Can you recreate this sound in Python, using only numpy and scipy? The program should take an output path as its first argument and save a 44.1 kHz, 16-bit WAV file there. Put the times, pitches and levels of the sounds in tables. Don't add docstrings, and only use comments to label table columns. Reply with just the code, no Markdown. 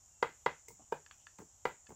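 import sys
import numpy as np
from scipy import signal
from scipy.fft import rfft, irfft, next_fast_len
from scipy.io import wavfile
from scipy.ndimage import map_coordinates

SR = 44100
rng = np.random.default_rng(int(sys.argv[2]) if len(sys.argv) > 2 else 0)


def bounce(signal):
    frames = np.transpose(np.atleast_2d(signal))
    limited = np.clip(frames, -1, 1)
    pcm = np.round(limited * 32767).astype(np.int16)
    wavfile.write(sys.argv[1], SR, pcm)


def voltage_ratio(level):
    return 10 ** (np.asarray(level, float) / 20)


N = 85995

# frequency in Hz, width in Hz, level in dB.
MIDDLE_MODES = [(200, 14, -20.5), (470.5, 51, 13), (950, 10, 5.5), (1170, 5, -3.5), (1423, 80, 4),
                (1652, 7.8, -7.5), (2013, 29, 0), (2603, 210, -4.5), (2900, 41, -17.5), (3270, 98, -8.5),
                (3765, 110, -13), (4350, 200, -9.5), (4924, 100, -15), (759, 9.8, 1)]
RIM_MODES = [(200, 35, -18), (457, 32, 10), (930, 11.4, 4.5), (1244, 20, -12), (1308, 22, -10.5),
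             (1592, 14, -4.5), (2435, 57, -11), (2930, 23, -18), (3570, 52, -19.5), (4800, 46, -21),
             (865, 24, -12)]
LATE_MODES = [(186, 12, -16), (477, 51, 10.5), (948, 46, 6), (1176, 10, -5.5), (1378, 71, 1.5),
              (1620, 32, -3.5), (2010, 17, -2), (2340, 127, -2.5), (2900, 30, -12), (3310, 110, -12),
              (3780, 110, -13), (4270, 190, -10), (4760, 100, -12.5), (758, 14, -3)]
TOUCH_MODES = [(130, 59, -18), (437, 8.1, 1.5), (940, 72, -1)]
# start in seconds, level in dB, free ringing in seconds, brightness in dB per octave,
# fibre crack in dB.
MIDDLE_CHOPS = [
    (0.2266, -30, 0.0066, 2, -15),
    (0.462, -30, 0.0064, 2.5, -14.5),
]
RIM_CHOPS = [
    (0.9236, -35, 0.00528, .1, -22.5),
]
LATE_CHOPS = [
    (1.6532, -31, 0.0067, 0.53, -19),
]
# frequency in Hz, level in dB.
FIBRE = [(300, -70.5), (1500, 13.5), (4000, 10), (8000, 13.5), (12000, -47), (15500, -1)]
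SPLINTERS = [(1500, -25), (2400, 9.5), (3300, -8), (4500, -7.5), (5600, -12), (7000, -26)]
RATTLE = [(120, -10), (200, -7), (400, -1.5), (800, -2.5), (1600, 4), (3000, -6.5), (5500, -14.5),
          (9000, -38)]
THUMP = [(30, -22), (60, -1), (100, 6.5), (160, 14), (260, -33.5)]
FIZZ = [(2000, -42.5), (4500, -6), (8000, 3.5), (11000, -12), (13500, -8.5), (15400, 4), (16000, 1.5)]
# start in seconds, level in dB, t60 in seconds.
FIZZES = [(0.2287, -65, 0.28), (.4615, -73, 0.17), (0.6826, -53, 0.17), (.919, -59, 0.15),
          (1.385, -63.5, 0.25), (1.65, -58, 0.24), (1.888, -63.5, 0.17), (1.11, -75, 0.47)]
# frequency in Hz, width in Hz, level in dB.
EDGE_MODES = [(5200, 110, -3), (5820, 51, -3), (7040, 60, 1), (9100, 150, -18)]
GRAZE_MODES = [(2127, 93, 5), (2650, 120, -16), (4770, 110, -11), (6330, 230, 14), (7630, 190, 16),
               (11300, 300, -2), (15960, 240, -5)]
# start in seconds, level in dB, brightness in dB per octave,
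# free ringing in seconds.
EDGE_RINGS = [(0.2277, -56, 3.5, 0.0056), (0.464, -66, 0, .006), (0.923, -68.5, 5.5, .005),
              (1.6535, -55.5, 1.5, .008)]
# start in seconds, level in dB, brightness in dB per octave, fibre crack in dB.
GRAZES = [(0.6822, -51.5, -6.5, -16), (0.6842, -54, -0.5, -4.5), (1.3848, -68, 0, 6),
          (1.3872, -69.5, 1.5, -3), (1.8925, -64, -1, -7)]
# frequency in Hz, width in Hz, level in dB.
SHORT_PIECE = [(1050, 270, 0.5), (1360, 70, -5.5), (1718, 90, 4), (1990, 180, -5), (2604, 134, 0),
               (2950, 95, -5.5), (3450, 170, -1.5), (4470, 180, -2.5), (5060, 190, -5)]
LONG_PIECE = [(1260, 390, 6), (1720, 280, -0.5), (1970, 150, -5), (2490, 180, -2.5), (3050, 230, -3),
              (3470, 280, -3.5), (4400, 250, -7), (5770, 300, -12)]
DULL_WOOD = [(105.7, 57, -4.5), (185, 97, 0.5), (426, 61, -2.5), (619, 190, -20), (950, 340, -8.5),
             (1350, 830, -5.5), (2080, 2300, -10.5), (3630, 3300, -35)]
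# start in seconds, level in dB, brightness in dB per octave.
SHORT_TICKS = [(1.0625, -53.5, 0), (1.2682, -46, -2.3), (1.8677, -63, 2.5), (1.87, -70, 6.5),
               (1.8734, -68.5, -3)]
LONG_TICKS = [(1.1108, -41.5, -3), (1.1126, -53, 4)]
TOUCHES = [(0.6836, -56, -1), (0.7046, -50.5, 4)]
# start in seconds, length in seconds, level in dB, softness in Hz,
# the piece's note in Hz.
TUMBLES = [(0.686, 0.053, -68, 250, 150), (0.793, 0.036, -68, 1060, 755), (0.92, 0.0036, -50, 1470, 1060),
           (1.3862, 0.005, -60, 3500, 1100), (1.388, 0.031, -58, 1260, 216), (1.42, 0.012, -59, 346, 415),
           (1.888, 0.0059, -56.5, 594, 600), (1.912, 0.011, -55, 1090, 590)]
# start in seconds,
# peak level in dB, note in Hz, width of the note over its pitch.
LANDINGS = [(0.793, -61, 890, 0.29), (0.7965, -52, 710, 0.24), (0.8032, -53, 780, 0.17),
            (0.806, -56, 796, 0.17), (0.8075, -59, 844, 0.27), (0.8318, -66, 845, 0.27),
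            (1.3937, -50.5, 1110, 0.58), (1.9058, -54, 1500, 0.22), (1.3888, -46, 900, 0.77),
            (1.3917, -46.5, 242, 0.78), (1.3945, -48, 950, 0.8), (1.399, -57, 420, 0.21),
            (1.4021, -45, 226, 0.95), (1.4081, -60, 330, 0.38), (1.4157, -58, 298, .6),
            (1.4195, -48, 910, 0.16), (1.421, -53, 423, 0.22), (1.4251, -51.5, 416, 0.29),
            (1.6709, -40, 517, 0.7), (1.893, -54.5, 810, .5), (1.8959, -49, 183, 0.49),
            (1.905, -44, 864, 0.11), (1.9072, -48.5, 460, 0.29), (1.9118, -48, 335, 1),
            (1.919, -49, 810, 0.26), (1.9237, -51.5, 460, 0.49), (1.928, -65, 504, .4)]
# middle in seconds, half length in seconds, level in dB, pitch in Hz.
SLIDES = [(.84, 0.031, -83.5, 3040), (1.22, 0.028, -76, 2900)]
# body resonance in Hz, width in Hz, clicks per second, level in dB.
CICADAS = [(7164, 920, 215, -68.5), (6940, 820, 100, -68), (7615, 310, 190, -76), (5976, 1300, 310, -73.5),
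           (8100, 280, 2100, -90.5)]
# time in seconds, pitch in Hz, level in dB.
BIRD = [(0.098, 2880, -98), (.11, 2830, -83), (.135, 2720, -87), (.17, 2720, -79), (.21, 2700, -85),
        (0.24, 2710, -100)]
# frequency in Hz, level in dB per Hz.
TRAFFIC = [(15, -33), (30, -9.5), (84, -2), (180, -18.5), (400, -25), (800, -17), (1600, -27), (4500, -34)]
LEAVES = [(3000, 7), (5000, -8), (9000, -3.5), (12000, 1), (14900, 0), (15400, -31.5)]
# frequency in Hz, t60 in seconds.
YARD = [(150, 0.24), (400, 0.16), (1000, 0.16), (2800, 0.24), (7000, 0.035), (15000, 0.099)]


def unit(x):
    return x / np.sqrt(np.mean(x ** 2) + 1e-20)


def along(points, hz):
    f, v = np.transpose(points)
    return np.interp(np.log(hz + 1), np.log(f + 1), v)


def wobble(rate):
    knots = rng.standard_normal(int(N * rate / SR) + 4)
    return map_coordinates(knots, [np.arange(N) * rate / SR])


def filtered(x, response):
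    m = next_fast_len(len(x) + SR // 4)
    return irfft(rfft(x, m) * response(np.fft.rfftfreq(m, 1 / SR)), m)[:len(x)]


def highpass(corner_hz):
    return lambda f: 1j * f / (corner_hz + 1j * f)


def peaks(modes):
    def response(f):
        total = 0
        for k, (hz, width, db) in enumerate(modes):
            total = total + (-1) ** k * voltage_ratio(db) * 1j * f * width / (hz * hz - f * f + 1j * f * width)
        return total
    return response


def hiss(spectrum, size=N):
    noise = rng.standard_normal(size)
    return unit(filtered(noise, lambda f: voltage_ratio(along(spectrum, f)) * (f > 10)))


def burst(spectrum, rise_s, t60, grain_db):
    t = np.arange(SR // 3) / SR
    level = voltage_ratio(grain_db * wobble(400)[:len(t)] - 60 * t / t60)
    return hiss(spectrum, size=len(t)) * level * (1 - np.exp(-t / rise_s))


def ring(modes, tilt_db=0, free_s=1, swell_s=0):
    t = np.arange(SR // 8) / SR
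    hz, width, db = np.transpose(modes)[:, :, None]
    spread_db, rise_s, choke_s = 0.8, 0.00049, 0.006
    level = voltage_ratio(db + tilt_db * np.log2(hz / 1000) + spread_db * rng.standard_normal(hz.shape))
    side = (-1) ** np.arange(len(modes))[:, None]
    rise = 1 - np.exp(-t / (rise_s + swell_s * (hz / 3000) ** 2))
    choke = voltage_ratio(-60 * np.maximum(t - free_s, 0) / (choke_s * (hz / 500) ** 0.5))
    decay = np.exp(-np.pi * width * t)
    return np.sum(side * level * rise * choke * decay * np.cos(2 * np.pi * hz * t), axis=0)


def add(out, s, x, away=None):
    yard_db, delay_s, far_db, far_t60 = -10.5, 0.0048, -23, 0.2
    hz, t, z = signal.stft(rng.standard_normal(SR // 2), SR, nperseg=256)
    fade = voltage_ratio(-60 * t / along(YARD, hz)[:, None]) + voltage_ratio(far_db - 60 * t / far_t60)
    tail = signal.istft(z * fade, SR, nperseg=256)[1]
    walls = np.pad(tail / np.linalg.norm(tail), (round(delay_s * SR), 0))
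    wet = voltage_ratio(yard_db) * signal.fftconvolve(x if away is None else away, walls)
    wet = wet + np.pad(x, (0, len(wet) - len(x)))
    part = out[round(s * SR):][:len(wet)]
    part += wet[:len(part)]


def cicadas():
    out = np.zeros(N)
    jitter, click_db, smear, octave_db, sway_db = 0.12, 3, 0.69, -27.5, 0.7
    for hz, width, rate, db in CICADAS:
        gaps, sizes = rng.standard_normal((2, 700))
        at = (np.cumsum(1 + jitter * gaps) / rate * SR).astype(int)
        clicks = np.bincount(at[at < N], voltage_ratio(click_db * sizes[at < N]), N)
        drive = (1 - smear) * unit(clicks) + smear * rng.standard_normal(N)
        body = peaks([(hz, width, 0)])
        octave = peaks([(2.1 * hz, width, octave_db / 2)])
        buzz = filtered(drive, lambda f: body(f) ** 2 + octave(f) ** 2 * (f < 15250))
        out += voltage_ratio(db + sway_db * wobble(3.8) + 0.5 * wobble(25)) * unit(buzz)
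    return out


def air():
    traffic = voltage_ratio(-72.5 + 0.55 * wobble(15)) * hiss(TRAFFIC + [(9000, -97)])
    leaves = voltage_ratio(-84.5 + 1.8 * wobble(6.0)) * hiss([(1500, -25.5)] + LEAVES)
    return traffic + leaves


def bird():
    s, hz, db = np.transpose(BIRD)
    t = np.arange(N) / SR
    level = np.interp(t, s, db, left=-140, right=-140) + 3 * wobble(70)
    pitch = np.interp(t, s, hz) + 22 * wobble(140)
    return voltage_ratio(level) * np.sin(2 * np.pi * np.cumsum(pitch) / SR)


def crack():
    t = np.arange(SR // 8) / SR
    return hiss(FIBRE, size=len(t)) * voltage_ratio(-60 * t / 0.0098 / 3)


def chops():
    out = np.zeros(N)
    lead_s = 0.0013
    wall_s, wall_db = 0.0165, -19
    away_s, away_db = 0.0033, 7
    blows = zip((MIDDLE_MODES, RIM_MODES, LATE_MODES), (MIDDLE_CHOPS, RIM_CHOPS, LATE_CHOPS),
                (-12, -23, -20),
                (2.2, -1.1, 0.5))
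    for modes, rows, tear_db, loose_db in blows:
        for s, db, free_s, tilt_db, crack_db in rows:
            body = ring(modes, tilt_db, free_s, swell_s=0.00056)
            knock = np.roll(body, round(lead_s * SR)) + voltage_ratio(crack_db) * crack()
            echo = voltage_ratio(wall_db) * np.roll(knock, round(wall_s * SR))
            away = voltage_ratio(db + away_db) * body * np.exp(-np.arange(len(body)) / SR / away_s)
            add(out, s - lead_s, voltage_ratio(db) * (knock + echo), filtered(away, highpass(414)))
            rattle = burst(RATTLE, rise_s=0.011, t60=0.26, grain_db=-1.5)
            add(out, s, voltage_ratio(db - 19.5 + loose_db) * rattle)
            add(out, s, voltage_ratio(db + tear_db) * burst(SPLINTERS, rise_s=0.0022, t60=0.05, grain_db=4.5))
    return out


def thumps():
    out = np.zeros(N)
    for rows in (MIDDLE_CHOPS, RIM_CHOPS, LATE_CHOPS):
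        for s, db, *_ in rows:
            add(out, s, voltage_ratio(db - 24) * burst(THUMP, rise_s=0.0013, t60=0.2, grain_db=-4.0))
    return out


def edge_rings():
    out = np.zeros(N)
    for s, db, tilt_db, free_s in EDGE_RINGS:
        add(out, s, voltage_ratio(db) * ring(EDGE_MODES, tilt_db, free_s))
    return out


def fizzes():
    out = np.zeros(N)
    for s, db, t60 in FIZZES:
        add(out, s, voltage_ratio(db) * burst(FIZZ, rise_s=0.0012, t60=t60, grain_db=-2.0))
    return out


def grazes():
    out = np.zeros(N)
    for s, db, tilt_db, crack_db in GRAZES:
        add(out, s, voltage_ratio(db) * (ring(GRAZE_MODES, tilt_db) + voltage_ratio(crack_db) * crack()))
    return out


def cleaver():
    above = chops() + edge_rings() + fizzes() + grazes()
    return thumps() + filtered(above, lambda f: highpass(150)(f) ** 2)


def touches():
    out = np.zeros(N)
    for s, db, tilt_db in TOUCHES:
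        touch = voltage_ratio(db) * ring(TOUCH_MODES, tilt_db, free_s=0.0109)
        add(out, s, touch, touch * np.exp(-np.arange(len(touch)) / SR / 0.0082))
    return out


def tumbles():
    out = np.zeros(N)
    bumps_per_s, bump_db = 900, -2.5
    for s, length, db, soft_hz, hz in TUMBLES:
        when, size, side = rng.random((3, 80))
        at = np.cumsum(-np.log(when)) / bumps_per_s
        at -= at[0]
        inside = at < length
        strength = voltage_ratio(bump_db * 2 * size) * np.sign(side - 0.5)
        bumps = np.zeros(SR // 8)
        np.add.at(bumps, (at[inside] * SR).astype(int), strength[inside])
        note = peaks([(hz, 0.61 * hz, -7.5)])
        thud = filtered(bumps, lambda f: (peaks(DULL_WOOD)(f) + note(f)) / (1 + 1j * f / soft_hz) ** 2)
        add(out, s, voltage_ratio(db) * thud / np.sqrt(np.sum(thud ** 2) / (length * SR)))
    return out


def landings():
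    out = np.zeros(N)
    push = np.eye(1, SR // 8)[0]
    body_db, softness = -6, 1.6
    for s, db, hz, width in LANDINGS:
        note = peaks([(hz, width * hz, 0)])
        soft = lambda f: 1 / (1 + 1j * f / (softness * hz)) ** 2
        thud = filtered(push, lambda f: (note(f) + voltage_ratio(body_db) * peaks(DULL_WOOD)(f)) * soft(f))
        add(out, s, voltage_ratio(db) * thud / np.abs(thud).max())
    return out


def slides():
    out, t = np.zeros(N), np.arange(N) / SR
    for s, half, db, hz in SLIDES:
        grain = rng.standard_normal(N) * voltage_ratio(2.1 * wobble(150))
        rub = filtered(grain, lambda f: peaks([(hz, 0.3 * hz, 0)])(f) ** 2)
        out += voltage_ratio(db) * unit(rub) * np.exp(-((t - s) / half) ** 2)
    return out


def ticks():
    out = np.zeros(N)
    for modes, rows in ((SHORT_PIECE, SHORT_TICKS), (LONG_PIECE, LONG_TICKS)):
        for s, db, tilt_db in rows:
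            tick = voltage_ratio(db) * ring(modes, tilt_db)
            add(out, s, tick, 1.2 * tick * np.exp(-np.arange(len(tick)) / SR / 0.0045))
    return out


def scene():
    pieces = touches() + tumbles() + landings() + slides() + ticks()
    return (cicadas() + air() + bird() + cleaver() + pieces)[None]


def top_cut(x):
    return signal.sosfilt(signal.butter(12, 16390, fs=SR, output="sos"), x)


def record(dry):
    mix = filtered(dry[0], lambda f: 1 / (1 + (f / 15850) ** 80))[None]
    return top_cut(mix)


dry = scene()
out = record(dry)
bounce(out)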